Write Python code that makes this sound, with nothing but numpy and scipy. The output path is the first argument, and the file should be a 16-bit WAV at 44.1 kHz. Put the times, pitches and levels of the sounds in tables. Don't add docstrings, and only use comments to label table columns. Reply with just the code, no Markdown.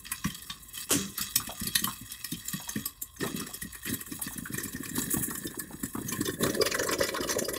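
import sys
import numpy as np
from scipy import signal
from scipy.fft import rfft, irfft, next_fast_len
from scipy.io import wavfile
from scipy.ndimage import uniform_filter1d, map_coordinates

SR = 44100
rng = np.random.default_rng(int(sys.argv[2]) if len(sys.argv) > 2 else 0)


def waveform_to_disk(signal):
    frames = np.transpose(np.atleast_2d(signal))
    scaled = np.clip(frames, -1, 1) * 32767
    samples = np.round(scaled).astype(np.int16)
    wavfile.write(sys.argv[1], SR, samples)


N = 334278


# time in seconds, tumbling corn in dB, frying oil in dB, steam in dB.
SIMMER = [(0, -62.5, -51, -55), (0.4, -62.5, -48, -49.5), (0.56, -62, -47.5, -54), (0.7, -65, -56, -49.5),
          (1.102, -62, -62, -57), (1.7, -62, -42.5, -47.5), (2.25, -67, -47.5, -48.5),
          (2.83, -63, -45, -48), (2.98, -71, -55.5, -62), (3.15, -70, -62, -58), (3.451, -46.5, -45.5, -56),
          (3.75, -93, -50, -52.5), (4.06, -81, -62, -55), (4.2, -63, -48, -45.5), (4.75, -50, -55, -48.5),
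          (5.45, -47.5, -57, -49.5), (5.8, -52.5, -53.5, -49), (5.93, -62, -57, -47),
          (6.15, -37, -47.5, -41.5), (6.37, -47, -64, -49.5), (6.5, -37, -47, -44), (6.75, -39.5, -51, -52),
          (7.33, -38.5, -66, -54), (7.58, -40, -72, -72)]
# centre in seconds, half length in seconds, sizzle in dB.
SLIDES = [(0.274, 0.061, -44), (0.797, 0.07, -39), (1.228, 0.05, -42), (1.417, 0.3, -43),
          (1.888, 0.062, -41), (2.402, 0.078, -56), (2.567, 0.06, -44.5)]
# peak in seconds, decay in seconds, rumble in dB, steam in dB.
HEAVES = [(0.965, 0.058, -35, -44), (3.232, 0.062, -35.5, -42.5), (3.39, 0.04, -47, -62),
          (3.892, 0.055, -37.5, -41.5), (4.12, 0.04, -46, -45.5), (4.551, 0.078, -44, -56),
          (4.976, 0.067, -36.5, -37.5), (5.13, 0.13, -52, -31.5), (6.436, 0.037, -33, -33)]
# time in seconds, crack level in dB, lid ring in dB re the crack,
# steam hiss in dB re the crack, flake pitch in Hz.
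POPS = [(0.067, -33.5, -0.5, -11, 3180), (0.1204, -27, 3.5, 6, 2600.0), (0.246, -23, 1.5, -13.5, 6050),
        (0.305, -32, -2, -5, 3100), (0.349, -34.5, -12, 1, 4560), (0.395, -39, -21, -9, 3300.0),
        (0.424, -44, 2, 11, 3830), (0.5019, -22.5, -9.5, -17, 3500), (0.778, -36, 2, 4, 3060),
        (1.182, -24.5, -12, 1.5, 4240), (1.2145, -22, -18, 1, 4830), (1.3609, -17.5, -5.5, 2.5, 5750),
        (1.473, -33, -4, 0, 3200.0), (1.603, -42.5, 2, 12.5, 2900.0), (1.6364, -29, -20, 2.5, 3860),
        (1.6729, -25.5, -10, 2, 4500.0), (1.7572, -15, -3, -1, 3980), (1.796, -28, -3, 2, 6800),
        (1.844, -24.5, -2, 3, 2920), (2.121, -32.5, -12, 3, 5870), (2.247, -30.5, -1.5, 4.5, 5230),
        (2.321, -30, -6, 1, 3870), (2.342, -31, -16, -15, 3230), (2.487, -35, -22, 7, 6900),
        (2.534, -36, 4.5, 7, 3700.0), (2.694, -32.5, 3.5, 4, 6660), (2.761, -33, 4, -4, 3200.0),
        (2.861, -30, -12, 5, 5300), (3.0241, -38.5, -21, 10.5, 7300), (3.21, -31.5, -1, -26, 3160),
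        (3.2314, -44, 12, -16.5, 2800.0), (3.273, -34.5, 5.5, -2, 2600.0), (3.365, -37, 0, 5, 4000.0),
        (3.4012, -33.5, 1, 4, 5530), (3.47, -38.5, 4, -2, 4000.0), (3.544, -40, 1, 12, 5270),
        (3.623, -35.5, -5.5, 5.5, 3940), (3.753, -45, 10, 10, 2530), (3.857, -38.5, 7, 6.5, 3180),
        (3.872, -36, 4, -3, 2520), (3.8955, -35.5, 5, -1, 5970), (3.9426, -37, 4, 11, 2250),
        (4.014, -43.5, 7, 15, 3140), (4.121, -39, 0, -10, 5440), (4.224, -43, 2, 19, 4730),
        (4.2784, -43, 14.5, 7, 3620), (4.385, -45.5, 8.5, 12.5, 5530), (4.542, -46.5, 12.5, 16, 2300.0),
        (4.584, -39, 7.5, 9, 7250), (4.604, -35.5, 3.5, -3, 5540), (4.638, -41, -5, 13.5, 6150),
        (4.682, -46, 9, 4, 7200.0), (4.736, -39, -3, 3, 2430), (4.765, -42, 10.5, -2, 6040),
        (4.837, -46.5, 12, 12, 7200.0), (4.858, -34.5, -4, -2, 2570), (4.895, -42, 4.5, 8, 7260),
        (4.964, -38.5, -5, 10, 3750), (5.021, -38, 1, 9, 6800), (5.112, -36, -5.5, 5, 6900),
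        (5.143, -39.5, 7.5, 9, 7160), (5.308, -37, 5, 8, 3850), (5.357, -39, 6.5, 5.5, 6950),
        (5.38, -46, -15, 17, 6930), (5.4715, -35, -16, 0, 3700), (5.5979, -38, 5, 12.5, 4750),
        (5.837, -43, 9.5, 10.5, 7300), (5.859, -36, 1.5, 1, 7300), (6.0889, -33.5, -8, 4.5, 6460),
        (6.1282, -28.5, -4, 2, 2450), (6.215, -34, 2, 2, 7340), (6.257, -26, -5.5, -4, 3660),
        (6.279, -36, 5, 4, 3630), (6.297, -34.5, 7, -5, 5160), (6.439, -26.5, 1, -3, 3900),
        (6.4674, -29, -0.5, -15, 2390), (6.497, -30.5, 4, -14, 6200), (6.552, -36, 8, -1, 4380),
        (6.621, -28, -1, -4, 4930), (6.663, -27, -8, -5.0, 4970), (6.673, -26.5, 2, -9.0, 2460),
        (6.718, -27, -0.5, -13, 2500), (6.751, -31, 7, -0.5, 2500), (6.7968, -26.5, 5, -11, 6600),
        (6.835, -33, 5.5, 0.5, 5700.0), (6.873, -43, 10, 11.5, 4424), (6.891, -31, 7.5, -12, 4930),
        (6.917, -39, 10.5, 8.5, 5100.0), (6.936, -24.5, -1.5, -7.5, 2370), (6.992, -32.5, -6, -5, 5200.0),
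        (7.014, -32, 11, -3.5, 4630), (7.026, -27, -2, -22, 2830), (7.041, -31.5, 8, 0, 5400),
        (7.055, -40, 7, -16, 5100.0), (7.072, -34, -8, -5, 6500), (7.092, -31.5, 3.5, -6, 4050),
        (7.146, -37, 4.5, -7, 3040), (7.169, -30.5, 1, -10, 3300), (7.2139, -36, 6, -4, 4840),
        (7.2384, -31, 0, -8, 2940), (7.282, -37, 0, 0, 2398), (7.298, -26, 0.5, -10, 6200),
        (7.312, -30.5, 0, 0.5, 5100), (7.3272, -31.5, 2, -5, 4460), (7.354, -41.5, 7, -3, 6900.0),
        (7.3914, -32, 0.5, 0, 5900), (7.454, -37, -30, 1.5, 5060), (7.494, -35.5, 7, 4.5, 5000),
        (7.54, -41.5, 9.5, 10.5, 4900.0), (7.567, -32, 2.5, -8, 3340)]
# time in seconds, level in dB, initial pitch in Hz.
THUMPS = [(0.256, -26.5, 187.5), (0.286, -47, 157), (0.503, -51, 205), (0.913, -29, 385),
          (0.935, -32.5, 245), (0.956, -26.5, 272), (0.969, -32, 205), (1.21, -40, 173),
          (1.367, -39.5, 198), (1.392, -41, 208), (1.421, -41, 165), (1.479, -38, 192), (1.619, -32.5, 193),
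          (1.657, -39.5, 211), (1.678, -36, 217), (1.824, -36.5, 243), (1.85, -35, 213), (1.88, -36.5, 211),
          (2.017, -44, 202), (2.327, -33.5, 214), (2.543, -34, 192), (2.763, -28.5, 243), (2.781, -36, 186),
          (3.213, -36, 246), (3.233, -30.5, 369), (3.318, -41.5, 296), (3.348, -31, 248), (3.416, -37, 239),
          (3.629, -38, 188), (3.652, -38.5, 225), (3.901, -33.5, 221), (3.93, -30, 236), (4.124, -35, 245),
          (4.27, -35.5, 226), (4.364, -39, 232), (4.39, -36.5, 203), (4.427, -36, 203), (4.506, -35, 245),
          (4.544, -34.5, 180), (4.583, -36, 319), (4.661, -34.5, 251), (4.751, -35, 213), (4.807, -33, 261),
          (4.918, -36, 213), (4.945, -40, 263), (4.985, -35.5, 305), (5.081, -37, 186), (5.144, -29, 287),
          (5.169, -30.5, 238), (5.213, -33.5, 210), (5.245, -44, 242), (5.285, -35, 274.5),
          (5.458, -32.5, 306), (5.579, -38, 303), (5.745, -38, 231), (5.839, -29.5, 233),
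          (5.955, -31.5, 271), (5.986, -32.5, 251), (6.018, -37, 328), (6.052, -36, 167), (6.185, -40, 287),
          (6.211, -28, 285), (6.29, -27.5, 349), (6.34, -35.5, 254), (6.411, -33, 350), (6.435, -27, 384),
          (6.467, -27, 365), (6.5, -28, 356), (6.573, -34, 384), (6.604, -25, 421), (6.623, -23.5, 474),
          (6.668, -34, 550), (6.755, -36, 519), (6.796, -33, 509), (6.82, -34, 450), (6.848, -36, 472),
          (6.9, -37, 402), (6.992, -29.5, 366), (7.013, -22.5, 536), (7.05, -36.5, 485),
          (7.208, -31.5, 300), (7.252, -38, 247), (7.37, -25.5, 489), (7.395, -35, 440),
          (7.487, -32.5, 461.8), (7.568, -33, 401)]
# start in seconds, level in dB, pitch in Hz.
KNOCKS = [(0.12, -33, 1710), (0.245, -28, 1960), (0.894, -32, 1140), (0.905, -21.5, 1410),
          (1.182, -28.5, 1410), (1.399, -27, 1220), (1.492, -26, 780), (1.872, -24.5, 1160),
          (2.599, -33, 880), (2.675, -36.5, 890), (3.233, -27, 1100), (3.244, -23.5, 590),
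          (3.411, -31, 1270), (3.49, -38, 720), (4.192, -35, 820), (4.307, -39.5, 840), (4.454, -27, 1490),
          (4.978, -27, 1090), (5.166, -28, 704), (5.31, -32.5, 1100), (5.542, -34.5, 930),
          (5.705, -32.5, 736), (5.729, -37, 1110), (5.95, -26.5, 1090), (5.978, -29, 1040),
          (6.465, -21.5, 1220), (6.618, -23, 1220), (7.17, -22.5, 1290), (7.366, -31, 603)]
# start in seconds, level in dB, pitch in Hz.
TAPS = [(0.498, -34, 1123), (1.755, -28, 1880), (1.873, -26.5, 1070), (2.243, -39, 1880),
        (2.534, -40, 1130), (2.857, -38, 1132), (3.621, -28.5, 1884), (4.753, -34.5, 1850),
        (4.992, -37, 1160), (5.236, -38, 1766), (5.44, -34, 1780), (5.601, -37, 1720), (6.121, -32, 1080),
        (6.139, -31, 1050), (6.17, -33, 1720), (6.273, -33, 1066), (6.371, -38.5, 1700), (6.408, -33, 1080),
        (6.449, -27, 1130), (6.6, -30, 1180), (6.668, -26.5, 1195), (6.741, -29, 1960), (7.224, -30, 1250),
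        (7.244, -31, 1177), (7.483, -33, 1220)]
# start in seconds, level in dB.
BANG = [(0.893, -32), (0.907, -22), (0.913, -20), (0.918, -27), (0.925, -19), (0.939, -28), (0.953, -29.5),
        (3.213, -39), (3.233, -45)]
# time in seconds, frequency ratio.
FILL = [(0, 0.95), (3.6, 0.94), (4.6, 0.93), (6.2, 0.917), (6.7, 0.89)]

# centre in Hz, width in Hz, level in dB.
PAN_MODES = [(1220, 41, 4.5), (1942.6, 170, 3.5), (2570, 89, -2.5), (3310, 130, -3.5), (3876, 160, -2.5),
             (4596, 143, -4.5), (5156, 100, -7.5), (5510, 206, -6), (6770, 250, -4.5), (7770, 250, -8),
             (8390, 360, -2), (9510, 250, -3), (10930, 1100, -4.5), (12360, 810, -5), (13900, 300, -10)]
# mean pitch in Hz, level in dB.
HOB_MODES = [(198, -4), (325, -14), (395, -4.5), (495, -10.5)]
# centre in Hz, width in Hz, gain in dB for the squared resonance.
LID_MODES = [(1110, 78, -5.5), (1758, 260, 10), (3280, 62, -11)]
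# frequency in Hz, level in dB.
DIRECT_SPECTRUM = [(300, -19), (750, -65), (1100, -2.5), (2200, -13), (4000, -13.5), (6000, -8),
                   (10000, -11.5), (15500, -11.5)]
RATTLE_SPECTRUM = [(1000, -2), (2500, -2), (5000, 1), (6500, 9), (8300, 5), (10000, -20), (15000, -27)]
GRATE_SPECTRUM = [(290, -35), (500, -3), (1160, -14), (1400, -22), (2130, -14.5), (3200, -4), (3700, -13),
                  (8210, -4), (14000, -12), (15100, -14), (16000, -45)]
OIL_SPECTRUM = [(500, -34), (780, -1), (1100, -2), (1450, 1.5), (1850, 2), (2200, -5), (2550, 6),
                (3300, 10.5), (5000, 5.5), (6500, 7), (9000, -2.5), (14000, -19)]
STEAM_SPECTRUM = [(3000, -86), (5800, -10.5), (7500, 3), (9000, -4), (10500, 3), (13500, -8), (15500, 7)]
BURNER_SPECTRUM = [(15, -45), (30, -30), (48, 8), (61, 8.5), (75, 1), (120, 0), (250, -44), (600, -24),
                   (1500, -29), (6000, -90)]
# frequency in Hz, time to fall by 60 dB in seconds.
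KITCHEN_DECAY = [(150, 0.22), (500, 0.17), (2000, 0.21), (6000, 0.14), (10000, 0.18), (15000, 0.11)]

# value for a bare, a covered and a packed pan.
# Length scale of a pop, in seconds:
POP_LENGTH_S = (0.00422, 0.00681, 0.0085)
TAIL_SHAPE = (0.62, 0.75, 0.9)
DIRECT_DB = (-2, -0.5, 5.5)
LID_RING_DB = (-11, -6.5, -7)
LID_UPPER_HZ = (1882, 1828, 1920)
SMALL_POPS_PER_S = (4, 12, 16)
SMALL_POP_DB = (-50, -49.5, -48)
SMALL_RING_DB = (1, 7, 4)
SMALL_HISS_DB = (-8, 8, 3)
KICK_DB = (-56, -39, -39.5)
LIGHT_THUMPS_PER_S = (4, 12, 20)
THUMP_HZ = (204, 303, 460)

COVER_FROM_S, COVER_TAKES_S = 2.2, 1.36
PACK_FROM_S, PACK_TAKES_S = 6.33, 0.328
SLIDE_CORN_DB, SLIDE_STEAM_DB = -24, -3
HEAVE_ATTACK_S, HEAVE_OIL_DB = 0.043, -1
SMALL_FLAKE_HZ, FLAKE_SCATTER = 4010, 0.52
THUMP_SCATTER, LIGHT_THUMP_DB = 0.229, -5.5
SNAP_DB, SNAP_LENGTH_S = 6, 0.0025
KICK_DELAY_S, STRONG_POP_DB, KICK_GROWS = 0.00468, -29, 1
LID_RING_S, LID_ATTACK_S = 0.0073, 0.001488
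TOP_HZ = 15650


def amp(db):
    return 10 ** (np.asarray(db) / 20)


def unit(x):
    return x / np.sqrt(np.mean(x ** 2) + 1e-20)


def along(points, hz):
    f, v = np.transpose(points)
    return np.interp(np.log(hz + 1), np.log(f + 1), v)


def filtered(x, response):
    m = next_fast_len(len(x) + SR // 20)
    return irfft(rfft(x, m) * response(np.fft.rfftfreq(m, 1 / SR)), m)[:len(x)]


def noise(size, response):
    return unit(filtered(rng.standard_normal(size), response))


def add(track, s, sound):
    start = round(s * SR)
    part = sound[max(-start, 0):max(N - start, 0)]
    track[max(start, 0):][:len(part)] += part


def resonance(hz, centre, width):
    return 1j * hz * width / (centre ** 2 - hz ** 2 + 1j * hz * width)


def ripple(hz, spacing_hz):
    place = hz / spacing_hz
    return map_coordinates(rng.standard_normal(200), [place], mode="mirror")


def covered(s):
    return np.clip((s - COVER_FROM_S) / COVER_TAKES_S, 0, 1)


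def fullness(s):
    return np.clip((s - PACK_FROM_S) / PACK_TAKES_S, 0, 1)


def staged(values, s):
    bare, covering, packed = values
    return bare + (covering - bare) * covered(s) + (packed - covering) * fullness(s)


def stragglers(rates, spread_db):
    slot, chance, size = rng.random((200, 3)).T
    s = (np.arange(len(slot)) + slot) / len(slot) * N / SR
    keep = chance < staged(rates, s) * N / SR / len(s)
    return zip(s[keep], spread_db * (2 * size[keep] - 1))


def lidded_pan(hz, direct_db):
    ring = sum(amp(db) * resonance(hz, centre, width) for centre, width, db in PAN_MODES)
    highpass = 1 / (1 + (900 / (hz + 1)) ** 8)
    return ring * highpass + amp(along(DIRECT_SPECTRUM, hz) + direct_db)


def burner(level_db, hum_db):
    rush = noise(N, lambda hz: amp(along(BURNER_SPECTRUM, hz)))
    hollow = noise(N, lambda hz: resonance(hz, 1062, 91) ** 2)
    return amp(level_db) * rush + amp(hum_db) * hollow


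def simmering(s):
    times, *columns = np.transpose(SIMMER)
    return [np.interp(s, times, column) for column in columns]


def ticks(rate, spread_db):
    hits = rng.random(N) < rate / SR
    signs = rng.choice([-1, 1], N)
    sizes = amp(spread_db * np.clip(rng.standard_normal(N), -2, 2))
    return unit(hits * signs * sizes)


def flurries(depth_db, size):
    drift = unit(uniform_filter1d(rng.standard_normal(N), size=size))
    return unit(amp(depth_db * drift))


def tumbling(lumpy_db, patter_db):
    t = np.arange(N) / SR
    loose = noise(N, lambda f: resonance(f, 203, 230) ** 2 / (1 + (f / 520) ** 8))
    packed = noise(N, lambda f: (resonance(f, 357, 395) ** 2 + resonance(f, 533, 72) ** 2)
                   / (1 + (f / 680) ** 24))
    rumble = np.sqrt(1 - fullness(t)) * loose + np.sqrt(fullness(t)) * packed
    reach = np.interp(t, [3.3, 4.6, 6.2, 6.7], [0.024, 1.0, 0.68, 0.14])
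    lid = lambda f: sum(amp(db) * resonance(f, hz, width) ** 2 for hz, width, db in LID_MODES)
    patter = unit(filtered(ticks(rate=260, spread_db=4.0), lid))
    return flurries(lumpy_db, size=600) * rumble + amp(patter_db) * reach * patter


def fizz(spectrum, rate, spread_db, hiss_db, flutter_db):
    bubbles = ticks(rate, spread_db) + amp(hiss_db) * rng.standard_normal(N)
    source = flurries(flutter_db, size=700) * bubbles
    return filtered(source, lambda hz: amp(along(spectrum, hz)) * lidded_pan(hz, direct_db=-11))


def patchy(x, depth_db, size):
    z = signal.stft(x, nperseg=256)[2]
    across_bands = uniform_filter1d(rng.standard_normal(z.shape), size=5, axis=0)
    field = uniform_filter1d(across_bands, size=size, axis=1)
    return unit(signal.istft(z * amp(depth_db * unit(field)))[1][:N])


def short_echo(x, strength):
    gain = strength * np.interp(np.arange(N) / SR, [3.15, 3.4], [1, .1])
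    echo = filtered(x, lambda hz: np.exp(-2j * np.pi * hz / 2200))
    return (x - gain * echo) / np.sqrt(1 + gain ** 2)


def simmer(corn_db, oil_db, steam_db):
    t = np.arange(N) / SR
    corn, oil, steam = amp(simmering(t))
    slide = sum(amp(db) * np.exp(-((t - s) / length) ** 2) for s, length, db in SLIDES)
    corn = np.hypot(corn, amp(SLIDE_CORN_DB) * slide)
    oil = np.hypot(oil, slide)
    steam = np.hypot(steam, amp(SLIDE_STEAM_DB) * slide)
    for s, length, rumble_db, gush_db in HEAVES:
        swell = np.clip(1 + (t - s) / HEAVE_ATTACK_S, 0, 1) * np.exp(-np.maximum(t - s, 0) / length)
        corn = corn + amp(rumble_db) * swell
        oil = oil + amp(rumble_db + HEAVE_OIL_DB) * swell
        steam = steam + amp(gush_db) * swell
    tumble = corn * tumbling(lumpy_db=3.5, patter_db=-6.0)
    frying = fizz(OIL_SPECTRUM, rate=750, spread_db=6.5, hiss_db=-2.5, flutter_db=3.0)
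    frying = oil * patchy(frying, depth_db=3, size=18)
    hissing = fizz(STEAM_SPECTRUM, rate=3300, spread_db=-5, hiss_db=17.0, flutter_db=4.0)
    hissing = steam * patchy(hissing, depth_db=1.8, size=8)
    frying = short_echo(frying, strength=0.042)
    hissing = short_echo(hissing, strength=0.47)
    return amp(corn_db) * tumble + amp(oil_db) * frying + amp(steam_db) * hissing


def kernels():
    some_flake = lambda: SMALL_FLAKE_HZ * np.exp(FLAKE_SCATTER * rng.uniform(-1.2, 1))
    small = [(s, staged(SMALL_POP_DB, s) + offset, staged(SMALL_RING_DB, s), staged(SMALL_HISS_DB, s),
              some_flake())
             for s, offset in stragglers(SMALL_POPS_PER_S, spread_db=6)]
    return POPS + small


def flake(pitch, ring_db):
    ring = amp(ring_db)
    return lambda hz: (1 + ring * resonance(hz, pitch, .11 * pitch)) / np.sqrt(1 + 0.23 * ring * (ring + 2))


def fragments(hz, spread, spacing_hz):
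    delay = spread * np.clip(ripple(hz, spacing_hz), -2, 2)
    return np.exp(-2j * np.pi * np.cumsum(delay) * hz[1])


def lid_ring(hz):
    t = np.arange(SR // 12) / SR
    tone = np.sqrt(2) * np.sin(2 * np.pi * (hz * t + rng.random()))
    return tone * (1 - np.exp(-t / LID_ATTACK_S)) * np.exp(-t / LID_RING_S)


def pops(level_db, rise, fall, hull_db, hull_hz, grit_db, scatter):
    track, lead = np.zeros(N), 1 / 50
    t = np.arange(SR // 12) / SR - lead
    for s, db, ring_db, hiss_db, flake_hz in kernels():
        length = staged(POP_LENGTH_S, s)
        onset = np.exp(-np.abs(t / (rise * length)) ** 1.36)
        decay = np.exp(-np.abs(t / (fall * length)) ** staged(TAIL_SHAPE, s))
        puff = np.where(t < 0, onset, decay)
        grit = unit(uniform_filter1d(rng.standard_normal(len(t)), size=30))
        ragged = unit(amp(grit_db * grit))
        snap = amp(SNAP_DB) * np.exp(-length / SNAP_LENGTH_S) * np.exp(-np.abs(t) / 0.0001)
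        burst = (puff * ragged + snap) * rng.standard_normal(len(t))
        tilt = [(1900, ring_db), (2700, 0), (5800, 0), (8200, hiss_db)]
        ratio = np.interp(s, *np.transpose(FILL))
        hull = lambda hz: amp(along(tilt, hz) + hull_db * ripple(hz, hull_hz))
        pan = lambda hz: lidded_pan(hz / ratio, staged(DIRECT_DB, s))
        spread = scatter * min(max(length - .003, 0), .006)
        body = flake(flake_hz, ring_db=6.5)
        pop = filtered(burst, lambda hz: hull(hz) * pan(hz) * body(hz) * fragments(hz, spread, spacing_hz=1329))
        add(track, s - lead, amp(db + level_db) * pop)
        upper_hz = staged(LID_UPPER_HZ, s) * rng.normal(1, 0.021)
        add(track, s - LID_ATTACK_S, amp(db + ring_db + staged(LID_RING_DB, s)) * lid_ring(upper_hz))
    return track


def blows():
    kicks = [(s + KICK_DELAY_S, staged(KICK_DB, s) + KICK_GROWS * (db - STRONG_POP_DB))
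             for s, db, *_ in POPS]
    light = [(s, simmering(s)[0] + LIGHT_THUMP_DB + offset)
             for s, offset in stragglers(LIGHT_THUMPS_PER_S, spread_db=0.5)]
    pitched = [(s, db, staged(THUMP_HZ, s) * np.exp(THUMP_SCATTER * rng.uniform(-1.135, 1)))
               for s, db in kicks + light]
    return THUMPS + pitched


def thumps(level_db, rise, fall, glide, after_db, after_fall, hob_db, hob_fall, edge_hz):
    track, lead = np.zeros(N), 1 / 50
    t = np.arange(SR // 5) / SR - lead
    for s, db, hz in blows():
        decay = 1 / np.cosh(t / (fall + 0.00043 * fullness(s)))
        shape = np.where(t < 0, np.exp(-(t / rise) ** 2), decay)
        pitch = hz * np.exp(-glide * np.tanh(t / 0.0038))
        blow = np.sqrt(2) * shape * np.sin(2 * np.pi * (np.cumsum(pitch) / SR + rng.random()))
        swell = np.clip(t / 0.0069, 0, 1)
        shudder = noise(len(t), lambda f: resonance(f, hz, hz) ** 2) * swell * np.exp(-t / after_fall)
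        hob = noise(len(t), lambda f: resonance(f, 110.0, 87) ** 2) * swell * np.exp(-t / hob_fall) * 240 / hz
        add(track, s - lead, amp(db + level_db) * (blow + amp(after_db) * shudder + amp(hob_db) * hob))
    return filtered(track, lambda f: 1 / (1 + (f / edge_hz) ** 24))


def knocks(level_db, fall, width_hz):
    track, t = np.zeros(N), np.arange(SR // 8) / SR
    for s, db, hz in KNOCKS:
        ring = noise(len(t), lambda f: resonance(f, hz, width_hz) ** 2)
        add(track, s, amp(db + level_db) * ring * (1 - np.exp(-t / 0.003)) * np.exp(-t / fall))
    return track


def taps(level_db):
    track = np.zeros(N)
    for s, db, hz in TAPS:
        add(track, s, amp(db + level_db) * lid_ring(hz))
    return track


def bang(level_db, fall, rattle_db, rattle_fall, boom_db, boom_rise, boom_fall):
    track, t = np.zeros(N), np.arange(SR // 2) / SR
    for s, db in BANG:
        contact = noise(len(t), lambda f: amp(along(GRATE_SPECTRUM, f))) * np.exp(-t / fall)
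        rattle = noise(len(t), lambda f: amp(along(RATTLE_SPECTRUM, f)) * lidded_pan(f, direct_db=25))
        rattle = rattle * np.exp(-t / rattle_fall)
        modes = sum(amp(level) * np.sin(2 * np.pi * (hz * rng.normal(1, 0.0176) * t + rng.random()))
                    for hz, level in HOB_MODES)
        boom = modes * np.exp(-t / boom_fall) * (1 - np.exp(-t / boom_rise))
        add(track, s, amp(db + level_db) * (contact + amp(rattle_db) * rattle + amp(boom_db) * boom))
    return track


def kitchen(x):
    wet, step = np.zeros(N), SR // 4
    for start in range(0, N, step):
        hz, t, z = signal.stft(rng.standard_normal(SR // 2), SR, nperseg=256)
        decay = amp(-60 * t / along(KITCHEN_DECAY, hz)[:, None])
        tail = signal.istft(z * decay * np.clip(t / 0.002, 0, 1), SR)[1]
        add(wet, start / SR, signal.fftconvolve(x[start:start + step], tail / np.linalg.norm(tail)))
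    return wet


def scene():
    bed = simmer(corn_db=0.5, oil_db=-3.0, steam_db=1.5) + burner(level_db=-57.5, hum_db=-67.5)
    cracks = pops(level_db=9.5, rise=0.68, fall=0.79, hull_db=3.5, hull_hz=568, grit_db=2.5, scatter=0.5)
    lows = thumps(level_db=4.0, rise=0.0037, fall=0.0018, glide=0.184, after_db=-3.5, after_fall=0.0052,
                  hob_db=-9, hob_fall=0.018, edge_hz=658)
    hollow = knocks(level_db=-2.0, fall=0.0069, width_hz=460) + taps(level_db=-2.5)
    landing = bang(level_db=-2.0, fall=0.0094, rattle_db=-12.5, rattle_fall=0.064,
                   boom_db=-9.5, boom_rise=0.015, boom_fall=0.051)
    soak = amp(np.interp(np.arange(N) / SR, [3, 4.5, 6.5], [0, -4, -6]))
    send = amp(-7.5) * cracks + amp(-6.0) * lows + amp(-2.5) * hollow + amp(-5.5) * landing
    room = kitchen(soak * send)
    return (cracks + lows + hollow + landing + room + bed)[None]


def record(dry):
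    top = .42
    rounded = dry[0] / (1 + (dry[0] / top) ** 4) ** .25
    return filtered(rounded, lambda hz: hz < TOP_HZ)[None]


dry = scene()
out = record(dry)
waveform_to_disk(out)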